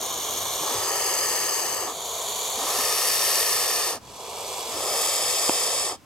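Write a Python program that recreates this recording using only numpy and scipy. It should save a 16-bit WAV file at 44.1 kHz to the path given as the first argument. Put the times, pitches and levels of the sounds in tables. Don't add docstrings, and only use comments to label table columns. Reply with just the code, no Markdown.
import sys
import numpy as np
from scipy import signal
from scipy.fft import rfft, irfft, next_fast_len
from scipy.io import wavfile
from scipy.ndimage import map_coordinates

SR = 44100
rng = np.random.default_rng(int(sys.argv[2]) if len(sys.argv) > 2 else 0)


def dump_mix(stems):
    frames = np.atleast_2d(stems).T
    limited = np.clip(frames, -1, 1)
    pcm = np.round(limited * 32767).astype(np.int16)
    wavfile.write(sys.argv[1], SR, pcm)


N = 266893

# (frequency [Hz], width [Hz], relative left level [dB], relative right level [dB])
SOFT_1_PEAKS = [(422, 870, -4, -3.5), (731, 230, -1.5, 0), (1059, 320, 0.5, 0.5), (1635, 140, -11, -17),
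                (2360, 460, -28.4, -8.5), (2920, 1050, -8.5, -3), (3473, 620, -3.5, -1.5),
                (4300, 2200, -6, -5), (5720, 660, -3.5, -5), (6560, 960, -0.2, -1), (7786, 1714, -16, -9),
                (8330, 250, 1, -15), (9142, 640, -10, -7), (9600, 500, -6.5, -19), (10976, 421, -28.4, -7),
                (12200, 2900, -7, -10.5)]
SOFT_2_PEAKS = [(450, 116, -5.5, -5), (694, 270, -5, -5), (1003, 340, -5.5, -5), (2260, 470, -23, -10),
                (2920, 230, 0.5, -6), (3270, 340, -28.2, 0.0), (3600, 480, -3.4, -6), (4650, 2600, -6, -5),
                (5099, 389, -22.5, -17.9), (6760, 1230, -3.2, -3), (7830, 6000, -10.5, -28.2),
                (8470, 640, -12.3, 1.5), (9600, 440, -8, -20), (10700, 5100, -17, -14),
                (12600, 506, -8, -18), (13465, 1300, -15, -19)]
SOFT_3_PEAKS = [(452, 160, -4.5, -3.5), (660, 330, -5, -4), (970, 370, -3.5, -3.5), (2390, 500, -15.4, -8),
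                (3052, 296, -17, -20.7), (3251, 388, -22.5, -6), (3240, 746, -7, -1),
                (4315, 480, -20.5, -8.5), (4930, 3100, -8, -26), (6060, 1700, -24.6, -6.5),
                (7010, 270, -7, -4), (8180, 1600, -10, -10.5), (9600, 440, -23, -13),
                (10867, 1015, -12, -12), (11700, 417, -10, -24.6), (12568, 4400, -19.5, -16.5)]
LOUD_1_PEAKS = [(435, 280, -10.5, -11), (870, 1100, -13.5, -10), (1290, 480, -6.5, -7.5),
                (1802, 287, -9.5, -5), (2180, 230, -17, -8), (2650, 820, -11, -21), (3110, 540, -34.7, -8),
                (3656, 160, 4, -4), (4840, 1500, -8.5, -10.5), (4920, 390, -34.7, -2.5),
                (6300, 927, -3.5, -27), (6600, 480, -34.7, -7), (7740, 1150, -6.5, -17),
                (8500, 530, -17, -9), (9200, 200, -20, -16), (9655, 1100, -10.5, -17),
                (10600, 620, -18.9, -12.5), (10700, 520, -10.5, -27), (11700, 1200, -8, -16),
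                (12400, 470, -34.7, -20), (13000, 3900, -14.5, -20.5)]
LOUD_2_PEAKS = [(470, 170, -9.5, -9.5), (680, 520, -13.5, -10), (1290, 600, -5.5, -5.5),
                (1820, 320, -9.5, -4), (2190, 210, -12, -9), (2590, 680, -9.5, -21),
                (2940, 840, -34.4, -7.5), (3770, 530, 0, -26), (4840, 229, -12, -36),
                (4700, 1400, -34.3, -2.5), (5660, 260, -16, -3), (5800, 3000, -4.5, -10.5),
                (7200, 340, -11, -6), (8000, 656, -5, -22), (8500, 300, -8, -8), (9000, 350, -3, -5),
                (10240, 2000, -7, -7.6), (11800, 301, -6, -15), (12070, 890, -5.5, -34.4),
                (12770, 540, -13, -6.5), (14200, 2100, -14.5, -20.5)]
LOUD_3_PEAKS = [(497, 170, -16.5, -16.5), (660, 530, -17, -15), (1300, 500, -12.5, -11.5),
                (1770, 235, -22, -16.5), (2280, 1150, -27, -16.5), (3030, 290, -41.3, -6),
                (3070, 1140, -10.5, -24.8), (3630, 550, -8.5, -15), (4050, 120, 1, -1),
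                (4180, 225, -11, -19), (4320, 130, -9, -10), (5000, 960, -10, -9.5),
                (5900, 319, -14.5, -15), (6550, 770, -10.5, -40), (7130, 340, -12, -14.5),
                (7940, 690, -14, -19), (8150, 840, -19, -10), (9560, 1350, -14.5, -21.5),
                (10480, 690, -27, -14.5), (11900, 2300, -19, -22), (14200, 1700, -23, -25)]
# (frequency [Hz], width [Hz], level change [dB])
SOFT_1_DIPS = [(2660, 270, -14), (4910, 446, -10), (11100, 173, -11)]
SOFT_2_DIPS = [(2840, 340, -11), (5050, 380, -19), (8600, 470, -15)]
SOFT_3_DIPS = [(3120, 270, -12), (10606, 241, -9)]
LOUD_1_DIPS = [(1440, 243, -15), (3686, 260, -20.5), (5300, 122, -10)]
LOUD_2_DIPS = [(1440, 220, -16.5), (3885, 330, -10.5), (9270, 122, -11)]
LOUD_3_DIPS = [(1445, 265, -19), (2914, 290, -15.5), (4040, 420, -19), (8500, 120, 0)]
SOFT_POSES = [(SOFT_1_PEAKS, SOFT_1_DIPS), (SOFT_2_PEAKS, SOFT_2_DIPS), (SOFT_3_PEAKS, SOFT_3_DIPS)]
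LOUD_POSES = [(LOUD_1_PEAKS, LOUD_1_DIPS), (LOUD_2_PEAKS, LOUD_2_DIPS), (LOUD_3_PEAKS, LOUD_3_DIPS)]
# (start [s], end [s], throat level [dB], beak level [dB], throat climb [dB],
# beak climb [dB], left side's lead [s], resonance slide [fraction], floor echo delay [s], its drift [s])
SOFT_HISSES = [(0.0, 0.901, -35, -29, 1.6, 2, 2e-6, -0.02, 0.00031, 0.000072),
               (1.868, 2.88, -35.5, -29.5, 4, 7.5, 2e-6, -0.025, .000297, 1.5e-5),
               (4.009, 4.899, -36.5, -34.5, 20, 22.5, -1.8e-5, 0.013, 0.000239, 0.000016)]
# (start [s], end [s], throat level [dB], beak level [dB], beak swell [dB],
# gullet against throat [dB], resonance slide [fraction], floor echo delay [s], its drift [s])
LOUD_HISSES = [(0.58, 1.946, -31, -25, 5.5, -11, 0.011, .000455, 5e-5),
               (2.56, 3.994, -30.5, -22.5, 4, -9.5, 0.011, .000503, -4e-5),
               (4.68, 5.97, -31, -24, 2.6, -10, 0.006, 0.000409, -3.8e-5)]
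BOARD_DELAYS = [.0017, .0022, .0028]
# (frequency [Hz], time to fade by 60 dB [s])
WALL_RING = [(200, 0.076), (2000, 0.3), (12000, 0.15)]
# (frequency [Hz], relative level [dB])
RUMBLE_SHAPE = [(20, -19), (45, -7), (72, 0.5), (90, 0), (125, -1), (170, -3.5), (260, -3.5), (500, -12),
                (1100, -12), (1700, -18), (6000, -23), (15000, -31)]
# (time [s], level [dB], pitch [Hz], time to fade by 60 dB [s])
FOOTSTEPS = [(0.608, -37.5, 149, 0.092), (0.709, -35.5, 255, 0.11), (0.752, -31, 109, 0.073),
             (0.781, -32, 100, 0.082), (2.621, -48, 262, 0.038), (2.784, -30.5, 261, 0.068)]
# (time [s], level [dB])
KNOCK_HITS = [(5.4939, -6.5), (5.4975, -22)]
# (frequency [Hz], relative level [dB], time to fade by 60 dB [s])
WOOD_TONES = [(340, -4.5, 0.021), (710, -8, 0.034), (920, -7, 0.025), (1270, -9, .008),
              (2610, -11.5, 0.012)]


def amp(db):
    return 10 ** (np.asarray(db) / 20)


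def unit(x):
    return x / np.sqrt(np.mean(x ** 2) + 1e-20)


def along(points, hz):
    freqs, values = np.transpose(points)
    return np.interp(np.log(hz + 1), np.log(freqs + 1), values)


def ramp(t, length):
    return np.clip(t / length, 0, 1)


def wobble(rate, size):
    return map_coordinates(rng.standard_normal(int(size * rate / SR) + 4), [np.arange(size) * rate / SR])


def filtered(x, response):
    size = x.shape[-1]
    padded = next_fast_len(size + SR // 8)
    return irfft(rfft(x, padded) * response(np.fft.rfftfreq(padded, 1 / SR)), padded)[..., :size]


def add(track, start, sound):
    part = track[..., max(round(start * SR), 0):][..., :sound.shape[-1]]
    part += sound[..., :part.shape[-1]]


def soft_hisses():
    attack_s, throat_climb_s, beak_climb_s, throat_fade_s, beak_fade_s = 0.0059, 0.37, 0.48, 0.27, 0.18
    out = np.zeros((2, N))
    for row, pose in zip(SOFT_HISSES, SOFT_POSES):
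        start, end, throat_db, beak_db, throat_climb_db, beak_climb_db, left_lead_s, slide, *echo = row
        t = np.arange(round((end - start) * SR)) / SR
        onset, remaining = np.sqrt(ramp(t, attack_s)), t[-1] - t
        throat = np.interp(t, [0, throat_climb_s], amp([throat_db - throat_climb_db, throat_db]))
        throat *= onset * ramp(remaining, throat_fade_s)
        beak = np.interp(t, [0, beak_climb_s], amp([beak_db - beak_climb_db, beak_db]))
        beak *= onset * np.sqrt(ramp(remaining, beak_fade_s))
        add(out, start, hiss(throat, beak, pose, echo, slide, sputter_db=3.5, spread=0.42,
                             gullet_db=-16, left_lead_s=left_lead_s))
    return out


def hiss(throat_gain, beak_gain, pose, echo, slide, sputter_db, spread, gullet_db, left_lead_s):
    size = len(throat_gain)
    flutter = amp(0.3 * unit(wobble(7.75, size) + 0.66 * wobble(99.3, size)))
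    spurts = amp(sputter_db * unit(wobble(1100, size) + 1.26 * wobble(5000, size)))
    air = rng.standard_normal(size)
    side_air = spread * rng.standard_normal((2, size))
    stream = (air + side_air) * flutter
    highs = lambda hz: 1 / (1 + (4200 / (hz + 1)) ** 3)
    stream = filtered(unit(stream * spurts), highs) + filtered(unit(stream), lambda hz: 1 - highs(hz))
    sizzle = filtered(stream, lambda hz: 1 / (1 + (9000 / (hz + 1)) ** 8))
    stream += sizzle * ((beak_gain / np.median(beak_gain)) ** 0.15 - 1)
    progress = np.linspace(-1, 1, size)
    beak = sum(np.maximum(1 - abs(progress - stage), 0) * peaks_and_dips(stream, *pose, slide * stage)
               for stage in (-1, 0, 1))
    throat = peaks_and_dips((air + 0.22 * side_air) * flutter, *pose, shift=0)
    lows = lambda hz: 1 / (1 + (hz / 1480) ** 16)
    throat = filtered(throat, lows)
    beak = board_echoes(filtered(beak, lambda hz: 1 - lows(hz)))
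    roar = throat_gain * (unit(throat) + amp(gullet_db) * gullet(size))
    jet = beak_gain * unit(floor_echo(beak, *echo))
    side_delays = np.array([[0], [left_lead_s]])
    return filtered(roar + jet, lambda hz: np.exp(-2j * np.pi * hz * side_delays))


def peaks_and_dips(x, peaks, dips, shift, lowest_hz=345, size=4096):
    hz = np.fft.rfftfreq(size, 1 / SR)
    hz = hz * (1 - shift * np.interp(hz, [5500, 8000], [0, 1]))
    bell = lambda centre, width: 1 / (1 + (2 * (hz - centre) / width) ** 2)
    power = sum(amp([[left], [right]]) ** 2 * bell(centre, width) ** 2
                for centre, width, left, right in peaks)
    cuts = amp(sum(db * bell(centre, width) for centre, width, db in dips))
    gain = cuts * np.sqrt(power / (1 + (lowest_hz / (hz + 1)) ** 12))
    cepstrum = irfft(np.log(gain + 1e-4))
    phase = 2 * rfft(cepstrum[:, :size // 2], size).imag
    ring = irfft(gain * np.exp(1j * phase))
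    return signal.oaconvolve(x, ring, axes=1)[:, :x.shape[-1]]


def board_echoes(x, echo_db=-15, sway_s=3e-5, turn_s=4e-6):
    size = x.shape[-1]
    n = np.arange(size)
    out = np.zeros_like(x)
    for side in range(2):
        smooth = signal.resample_poly(x[side], up=4, down=1)
        delayed = lambda delay: np.interp(n - SR * delay, np.arange(len(smooth)) / 4, smooth, left=0)
        out[side] = delayed(turn_s * wobble(0.7, size))
        for delay in BOARD_DELAYS:
            out[side] += amp(echo_db) * delayed(delay * rng.uniform(.9, 1.1) + sway_s * wobble(1.17, size))
    return out


def gullet(size, shut_hz=235, rise_hz=275, open_s=0.22, shut_s=0.13):
    t = np.arange(size) / SR
    opening = (1 - np.exp(-t / open_s)) * (1 - np.exp(-(t[-1] - t) / shut_s))
    phase = 2 * np.pi * np.cumsum(shut_hz + rise_hz * opening) / SR
    rough_tone = wobble(100, size) * np.cos(phase) + wobble(100, size) * np.sin(phase)
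    return (1 - 0.53 * opening) * unit(rough_tone)


def floor_echo(x, delay, drift, echo_db=-14.5, above_hz=5700):
    n = np.arange(x.shape[-1])
    lag = SR * (delay + drift * (n / len(n)) ** 3)
    treble = filtered(x, lambda hz: 1 - 1 / (1 + (hz / above_hz) ** 10))
    return x + amp(echo_db) * np.array([map_coordinates(side, [n - lag]) for side in treble])


def walls(x):
    hz, t, spectrum = signal.stft(rng.standard_normal((2, SR // 4)), SR, nperseg=256)
    fade = amp(-60 * t / along(WALL_RING, hz)[:, None])
    tail = signal.istft(spectrum * fade, SR, nperseg=256)[1]
    tail /= np.linalg.norm(tail[0])
    tail = np.pad(tail, ((0, 0), (SR // 300, 0)))
    return signal.fftconvolve(x, tail, axes=1)[:, :N]


def barn_rumble(settled_db=-52, extra_db=3.5, settle_s=0.8):
    noise = rng.standard_normal(N) + 0.65 * rng.standard_normal((2, N))
    level_db = settled_db + extra_db * np.exp(-np.arange(N) / SR / settle_s) + wobble(11, N)
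    return amp(level_db) * unit(filtered(noise, lambda hz: amp(along(RUMBLE_SHAPE, hz))))


def loud_hisses():
    attack_s, release_s, beak_open_s, beak_shut_s = 0.16, 0.05, 0.33, 0.11
    sag_db_per_s, wide_open_drop_db = 2, 0.7
    out = np.zeros((2, N))
    for row, pose in zip(LOUD_HISSES, LOUD_POSES):
        start, end, throat_db, beak_db, swell_db, gullet_db, slide, *echo = row
        t = np.arange(round((end - start) * SR)) / SR
        remaining = t[-1] - t
        opening = np.sin(np.pi * t / t[-1])
        throat = amp(throat_db - sag_db_per_s * t - wide_open_drop_db * opening ** 2)
        throat *= np.sqrt(ramp(t, attack_s)) * ramp(remaining, release_s)
        beak = amp(beak_db - swell_db * (1 - opening))
        beak *= np.sqrt(ramp(t, beak_open_s)) * ramp(remaining, beak_shut_s)
        add(out, start, hiss(throat, beak, pose, echo, slide, sputter_db=3.0, spread=0.36,
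                             gullet_db=gullet_db, left_lead_s=1.7e-5))
    return out


def footsteps(attack_s=0.0037):
    out, t = np.zeros(N), np.arange(SR // 4) / SR
    onset = 1 - np.exp(-t / attack_s)
    for start, db, hz, fade_s in FOOTSTEPS:
        add(out, start, amp(db - 60 * t / fade_s) * onset * np.sin(2 * np.pi * hz * t))
    return out


def knock():
    out, t = np.zeros(N), np.arange(SR // 4) / SR
    ring = sum((-1) ** k * amp(db - 60 * t / fade_s) * np.sin(2 * np.pi * hz * t)
               for k, (hz, db, fade_s) in enumerate(WOOD_TONES))
    ring = signal.sosfilt(signal.butter(2, 150, "high", fs=SR, output="sos"), ring)
    for start, db in KNOCK_HITS:
        add(out, start, amp(db) * ring)
    return out


def scene():
    slightly_right = amp([[-1.5], [1.5]])
    near = soft_hisses() + loud_hisses() + slightly_right * (footsteps() + knock())
    return near + amp(-18) * walls(near) + barn_rumble()


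def record(dry):
    top_hz = 15900
    return filtered(dry, lambda hz: hz < top_hz)


dry = scene()
out = record(dry)
dump_mix(out)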